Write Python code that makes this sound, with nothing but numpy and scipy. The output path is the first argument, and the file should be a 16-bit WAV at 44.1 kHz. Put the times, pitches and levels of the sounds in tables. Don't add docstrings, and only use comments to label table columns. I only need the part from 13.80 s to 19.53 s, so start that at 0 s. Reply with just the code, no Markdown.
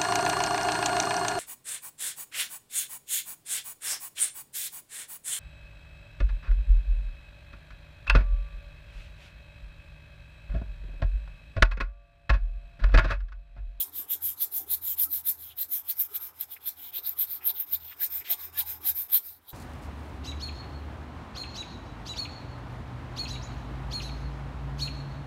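import sys
import numpy as np
from scipy import signal
from scipy.fft import rfft, irfft, next_fast_len
from scipy.io import wavfile
from scipy.ndimage import map_coordinates

SR = 44100
rng = np.random.default_rng(int(sys.argv[2]) if len(sys.argv) > 2 else 0)


def wav_out(sig):
    wavfile.write(sys.argv[1], SR, np.round(np.clip(np.atleast_2d(sig).T, -1, 1) * 32767).astype(np.int16))


N = 252693
TIME = np.arange(N) / SR

# start_s, wait_s, bite_s, strength_db, buzz_db, pitch_hz
HAND_STROKES = [(-0.06, 0.059, 0.031, -3.5, 4, 3490), (0.113, 0.037, 0.068, -11.5, 1.5, 3500),
                (0.267, 0.037, 0.04, -5.5, 4, 3370), (0.403, 0.032, 0.071, -7, -1.5, 3230),
                (0.555, 0.057, 0.031, -1.5, 3.5, 4000), (0.701, 0.033, 0.058, -7.5, -4.5, 3760),
                (0.856, 0.051, 0.041, -2.5, 3, 3770), (1.007, 0.037, 0.098, -7.5, -3, 3620),
                (1.154, 0.037, 0.052, 0.0, 0, 3930), (1.279, 0.046, 0.052, -4.5, -2, 3930),
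                (1.429, 0.036, 0.043, -1, 0, 3950), (1.57, 0.014, 0.12, -21, 2.5, 3740),
                (1.753, 0.034, 0.047, -6, 3.5, 3900), (1.879, 0.041, 0.047, -3.5, -6.5, 3650),
                (2.028, 0.064, 0.024, -2, 0, 3680), (2.151, 0.045, 0.022, -1.5, -9, 3670),
                (2.279, 0.072, 0.02, -3.5, 2.5, 3740), (2.391, 0.014, 0.065, -13.5, -3, 3660),
                (2.527, 0.081, 0.023, -7.5, 1, 3700), (2.67, 0.048, 0.02, -14.5, 1, 3450),
                (2.794, 0.073, 0.025, -4.5, 4, 3850), (2.956, 0.029, 0.15, -18, 2, 3280),
                (3.11, 0.031, 0.049, -8, 5, 3580), (3.218, 0.049, 0.015, -1, -3, 4130),
                (3.348, 0.045, 0.048, -2.5, 2.5, 3700), (3.466, 0.014, 0.093, -11, -0.5, 4000),
                (3.602, 0.056, 0.049, -2.0, -3.5, 3530), (3.732, 0.07, 0.0067, 0.5, -6, 3450),
                (3.856, 0.075, 0.017, 4, 0, 3940), (3.993, 0.0052, 0.14, -20.0, 2.5, 3430),
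                (4.154, 0.061, 0.042, -0.5, 0.5, 4050), (4.293, 0.017, 0.09, -10, -4.5, 3680),
                (4.433, 0.072, 0.028, 0.5, 4, 3390), (4.573, 0.01, 0.079, -14, -1.5, 3690),
                (4.719, 0.064, 0.03, -0.5, 6, 3800), (4.846, 0.023, 0.062, -9.0, -2.5, 3680),
                (4.997, 0.061, 0.049, -1.5, 3.5, 4160), (5.142, 0.014, 0.061, -7.5, -3, 4100),
                (5.281, 0.055, 0.034, 5, 4, 3810), (5.415, 0.022, 0.075, -16, 3, 4660),
                (5.599, 0.087, 0.022, -18, 8, 3850)]
# frequency_hz, gain_db
HISS_SPECTRUM = [(9000, -49), (11500, -39.5), (12150, 0.5), (13200, 4.5), (14300, 5.5), (15800, -4)]
SWISH_SPECTRUM = [(8000, -51), (9800, -7), (11000, 0.5), (12000, 3.5), (12800, -0.5), (14500, -12)]
SCRAPE_SPECTRUM = [(3800, -40), (5100, -2), (5900, -3.5), (7500, 0.5), (9300, 2.5), (10200, -11),
                   (12500, -24)]
BUZZ_SPECTRUM = [(1000, -40), (2500, -0.5), (3200, 5.5), (4400, 2.0), (5600, -7.0), (9000, -12)]
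RASP_SPECTRUM = [(350, -13.5), (600, -8.5), (1000, -5), (1600, -6.5), (2200, 2.5), (2800, -3.5),
                 (4000, -24), (6000, -7)]
# time_s, gain_db
SWISH_TREND = [(0, 5), (1.2, 3.5), (2.4, -1), (2.9, -0.5), (3.15, -13), (3.4, 0.5), (3.7, -9), (4.3, -18),
               (4.6, -15), (4.8, 3), (4.92, -8), (5.08, 3.5), (5.2, 2), (5.35, -1), (5.7, -2)]
SCRAPE_TREND = [(0, 5.5), (1.2, 2), (2.4, 0.5), (2.9, 0.5), (3.15, -6), (3.4, -1.5), (3.8, -11.5),
                (4.25, 0), (4.6, 2), (5.35, -0.5), (5.7, -1)]
RASP_TREND = [(0, 0.5), (1.5, -1.5), (2.4, 4.5), (3.9, 1), (4.25, 7), (4.5, 10), (4.8, 10.5), (5.35, 4),
              (5.7, -11)]
# pitch_hz, width_hz, gain_db
MUG_MODES = [(721.6, 3.6, -6), (852, 18, 1), (1648, 200, -3), (2078, 220, -2), (2358, 127, -2),
             (3667, 20, 3), (5040, 150, -0.5), (5226, 59, 0.5)]
# time_s, level_db
GRIP_ENVELOPE = [(0, -61), (.25, -58), (.55, -62), (.8, -59.5), (1.0, -61.5), (1.8, -66), (2.35, -63),
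                 (2.7, -64), (3.2, -61), (3.45, -63), (3.67, -57), (3.85, -62), (4.8, -58), (5.05, -59),
                 (5.35, -61), (5.62, -73), (5.73, -55)]
HUM_ENVELOPE = [(0.0, -81), (0.16, -66), (0.29, -77), (0.46, -59), (0.65, -79), (0.88, -62), (1.8, -64.5),
                (1.93, -73), (3.35, -67), (3.81, -70), (3.85, -79), (3.94, -54.5), (4.05, -59.5),
                (4.1, -70), (4.44, -60.5), (4.47, -71), (4.6, -72), (4.64, -60.5), (5.09, -53), (5.41, -80),
                (5.49, -65), (5.73, -89)]
# frequency_hz, gain_db
GRIP_SPECTRUM = [(100, -19), (210, -19), (290, 1.5), (340, -6.5), (410, 1), (560, -15), (730, -0.5),
                 (1000, -1), (1400, -3), (2200, -26), (4000, -25.5)]
RUMBLE_SPECTRUM = [(25, -13), (55, -11), (80, 5.5), (120, -6.5), (200, -16), (500, -58), (2000, -76)]
AMBIENT_SPECTRUM = [(20, -18), (60, 8), (120, 5.5), (200, 1.5), (400, 0), (850, 1.5), (1600, 0.5),
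                    (3000, -9.5), (8000, -24), (16000, -12)]
# frequency_hz, t60_s
ROOM_DECAY = [(200, 1), (2000, 0.1), (6000, 0.45), (15000, 0.18)]
# start_s, peak_db
GRAIN_SNAPS = [(0.0947, -39), (0.5074, -31), (0.625, -26), (0.6284, -23), (1.1982, -9.5), (1.9974, -26),
               (2.1994, -10), (2.2374, -20), (2.6105, -14), (3.294, -8.5), (3.3972, -12), (3.5299, -20)]
# middle_s, length_s, pitch_hz, width_hz, level_db
BRIEF_SCUFFS = [(0.2, 0.079, 296, 70, -62.5), (0.351, 0.073, 393, 130, -63), (0.79, 0.17, 744, 110, -60),
                (1.273, 0.066, 1300, 111, -60), (1.289, 0.081, 292, 50, -64),
                (1.715, 0.067, 3220, 900, -57), (2.319, 0.06, 411, 48.7, -62),
                (2.391, 0.26, 1340, 243, -64.5), (2.77, 0.021, 2250, 795, -52),
                (3.189, 0.11, 410, 202, -65), (3.26, 0.057, 4080, 900, -48),
                (3.629, 0.068, 2200, 1000, -57), (3.677, 0.055, 438, 90, -61), (3.7, 0.043, 3790, 890, -43),
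                (3.77, 0.053, 3540, 900, -53.5), (3.956, .022, 3870, 800, -45.5),
                (4.124, 0.04, 2230, 1680, -52.5), (4.224, 0.074, 1710, 300, -51),
                (4.418, 0.041, 2230, 614, -54), (4.469, 0.069, 2820, 2000, -48.5),
                (4.516, 0.078, 707, 158, -53.5), (4.537, 0.018, 3630, 1000, -43),
                (4.776, 0.076, 1710, 67.7, -52.5), (4.811, .025, 3570, 1100, -42),
                (4.82, 0.15, 873, 170, -57), (5.022, 0.13, 313, 80, -63), (5.065, 0.084, 747, 164, -57.5)]


def amp(db):
    return 10 ** (np.asarray(db) / 20)


def unit(x):
    return x / np.sqrt(np.mean(x ** 2) + 1e-20)


def level(curve):
    return amp(np.interp(TIME, *np.transpose(curve)))


def read(points, hz):
    f, value = np.transpose(points)
    return np.interp(np.log(hz + 1), np.log(f + 1), value)


def add(mix, start_s, sound):
    part = mix[max(round(start_s * SR), 0):][:len(sound)]
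    part += sound[:len(part)]


def colour(x, spectrum):
    size = next_fast_len(N)
    hz = np.fft.rfftfreq(size, 1 / SR)
    gain = amp(read(spectrum, hz)) * np.minimum(hz / spectrum[0][0], 1) ** 2
    return unit(irfft(rfft(x, size) * gain, size)[:N])


def wander(rate_hz):
    return unit(np.interp(TIME * rate_hz, np.arange(N), rng.standard_normal(N)))


def resonate(x, hz, width_hz):
    phasor = np.exp(2j * np.pi * np.cumsum(hz * np.ones(N)) / SR)
    pole = np.exp(-np.pi * width_hz / SR)
    return 2 * (phasor * signal.lfilter([1 - pole], [1, -pole], x / phasor + 1e-18)).real


def strokes():
    starts, *columns = np.transpose(HAND_STROKES)
    k = np.maximum(np.searchsorted(starts, TIME) - 1, 0)
    duration = np.diff(starts, append=5.76)
    return k % 2 == 1, TIME - starts[k], duration[k], *(column[k] for column in columns)


def force(lag_s):
    pulling, t, duration, wait_s, bite_s, strength_db, *_ = strokes()
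    speed = abs(np.sin(np.pi * t / duration))
    drag = amp(np.where(pulling, -10, -20.5)) * speed ** 0.77
    rise_s, fall_s = 0.004 + 0.066 * bite_s, 0.0055 + 0.066 * bite_s
    grips = (1 + np.tanh((t - lag_s - wait_s) / (2 * rise_s))) / 2
    holds = (1 + np.tanh((wait_s + bite_s + lag_s - t) / (2 * fall_s))) / 2
    turn_dip = np.tanh(0.99 + 4 * speed)
    pressed = amp(strength_db) * (drag + grips * holds) * turn_dip
    limit = amp(2.5)
    return limit * np.tanh(pressed / limit)


def friction(push_db, pull_db, exponent, lag_s=0.):
    pulling, *_ = strokes()
    return amp(np.where(pulling, pull_db, push_db)) * force(lag_s) ** exponent


def judder(rate_hz, depth_db):
    return unit(amp(depth_db * 2 * np.tanh(wander(rate_hz) / 2)))


def grit(per_s, spread_db, share):
    size = amp(spread_db * np.minimum(rng.exponential(1, N), 3.2))
    impacts = size * rng.choice([-1, 1], N) * (rng.random(N) < per_s / SR)
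    return np.sqrt(share) * unit(impacts) + np.sqrt(1 - share) * rng.standard_normal(N)


def shifting_gap(x, depth_db, width_hz, span_s):
    hz, t, spectra = signal.stft(x, SR, nperseg=512, noverlap=384)
    where = np.meshgrid(hz / width_hz, t / span_s, indexing="ij")
    patches = map_coordinates(rng.standard_normal((400, 400)), where, order=1, mode="wrap")
    spectra *= amp(depth_db * unit(patches))
    return unit(signal.istft(spectra, SR, nperseg=512, noverlap=384)[1][:N])


def grit_hiss():
    fine = grit(per_s=3000, spread_db=0, share=0.24)
    fine = shifting_gap(fine, depth_db=2.5, width_hz=443, span_s=0.049)
    hiss = colour(fine, HISS_SPECTRUM) * friction(push_db=-21.5, pull_db=-22.5, exponent=1.2)
    swish = colour(fine, SWISH_SPECTRUM) * friction(push_db=-32, pull_db=-35, exponent=1.03, lag_s=0.001)
    scrape = colour(fine, SCRAPE_SPECTRUM)
    scrape *= friction(push_db=-44, pull_db=-46.5, exponent=0.89, lag_s=0.01)
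    return hiss + swish * level(SWISH_TREND) + scrape * level(SCRAPE_TREND)


def paper_buzz():
    pulling, t, _, wait_s, bite_s, _, buzz_db, pitch_hz = strokes()
    glide_hz_per_s = np.where(pulling, -5000, 8100)
    hz = (pitch_hz + glide_hz_per_s * (t - wait_s - bite_s / 2)) * (1 + 0.025 * wander(rate_hz=30))
    grains = grit(per_s=3000, spread_db=2.5, share=0.55)
    buzz = resonate(resonate(grains, hz, width_hz=1500), hz, width_hz=1560)
    buzz = shifting_gap(colour(buzz, BUZZ_SPECTRUM), depth_db=2.9, width_hz=170, span_s=0.045)
    catch_s = wait_s + bite_s - 0.0032
    catch_db = np.where(pulling, 0, 3.5 * np.exp(-((t - catch_s) / 0.0046) ** 2))
    drive = friction(push_db=-44, pull_db=-44, exponent=0.96, lag_s=-0.00081)
    return buzz * amp(buzz_db + catch_db) * drive * judder(rate_hz=180, depth_db=1.5)


def coarse_rasp():
    *_, buzz_db, _ = strokes()
    grains = colour(grit(per_s=1200, spread_db=6, share=0.31), RASP_SPECTRUM)
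    rasp = shifting_gap(grains, depth_db=6, width_hz=182.3, span_s=0.05)
    drive = friction(push_db=-56.5, pull_db=-60.5, exponent=0.7, lag_s=-0.0095)
    return rasp * drive * level(RASP_TREND) * amp(0.75 * buzz_db)


def mug_ring():
    drive = friction(push_db=0.5, pull_db=-2, exponent=0.64) * level(RASP_TREND) ** 0.82
    blows = grit(per_s=1500, spread_db=1.5, share=0.26) * drive
    return unit(sum(amp(db) * resonate(blows, hz, width_hz) for hz, width_hz, db in MUG_MODES))


def grip_creep():
    slips = colour(grit(per_s=250, spread_db=1, share=0.55), GRIP_SPECTRUM)
    return level(GRIP_ENVELOPE) * shifting_gap(slips, depth_db=4, width_hz=120.5, span_s=0.07)


def low_hum():
    pitch_hz = 78 + 1.714 * wander(rate_hz=7.7)
    tone = np.sqrt(2) * np.sin(2 * np.pi * np.cumsum(pitch_hz) / SR)
    rumble = colour(rng.standard_normal(N), RUMBLE_SPECTRUM)
    return level(HUM_ENVELOPE) * (amp(-1.2) * tone + amp(-5) * rumble)


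def room_echo(x):
    taps = rng.choice([-1., 1.], SR // 2) * (rng.random(SR // 2) < 3000 / SR)
    taps[:130] = 0
    hz, t, spectra = signal.stft(taps, SR, nperseg=256)
    decay = amp(-60 * t / read(ROOM_DECAY, hz)[:, None])
    tail = signal.istft(spectra * decay, SR, nperseg=256)[1]
    return signal.fftconvolve(x, tail / np.linalg.norm(tail))[:N]


def grain_snaps(band_hz=(11700, 15300), decay_s=0.0008):
    out, t = np.zeros(N), np.arange(1024) / SR
    band = signal.butter(5, band_hz, "band", fs=SR, output="sos")
    for start_s, peak_db in GRAIN_SNAPS:
        burst = signal.sosfilt(band, rng.standard_normal(len(t)) * np.exp(-t / decay_s))
        add(out, start_s, amp(peak_db) * burst / abs(burst).max())
    return out


def scuffs():
    out = np.zeros(N)
    for middle_s, length_s, hz, width_hz, level_db in BRIEF_SCUFFS:
        band = signal.butter(2, [hz - width_hz / 2, hz + width_hz / 2], "band", fs=SR, output="sos")
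        swell = np.hanning(round(length_s * SR))
        noise = signal.sosfilt(band, rng.standard_normal(SR // 2))[-len(swell):]
        add(out, middle_s - length_s / 2, amp(level_db) * unit(noise * swell))
    return out


def scene():
    snaps = grain_snaps()
    contact = judder(rate_hz=600, depth_db=0.8) * judder(rate_hz=120, depth_db=1)
    sanding = contact * (grit_hiss() + paper_buzz() + coarse_rasp()) + amp(-58) * mug_ring()
    direct = sanding + snaps + amp(-1) * scuffs() + amp(-2) * grip_creep()
    echo = amp(-19) * room_echo(direct)
    background = low_hum() + amp(-68) * colour(rng.standard_normal(N), AMBIENT_SPECTRUM)
    return (direct + echo + background)[None]


def record(dry):
    lowpass = signal.firwin(511, 15900, window=("kaiser", 9), fs=SR)
    return signal.oaconvolve(dry, lowpass[None], "same")


dry = scene()
out = record(dry)
wav_out(out)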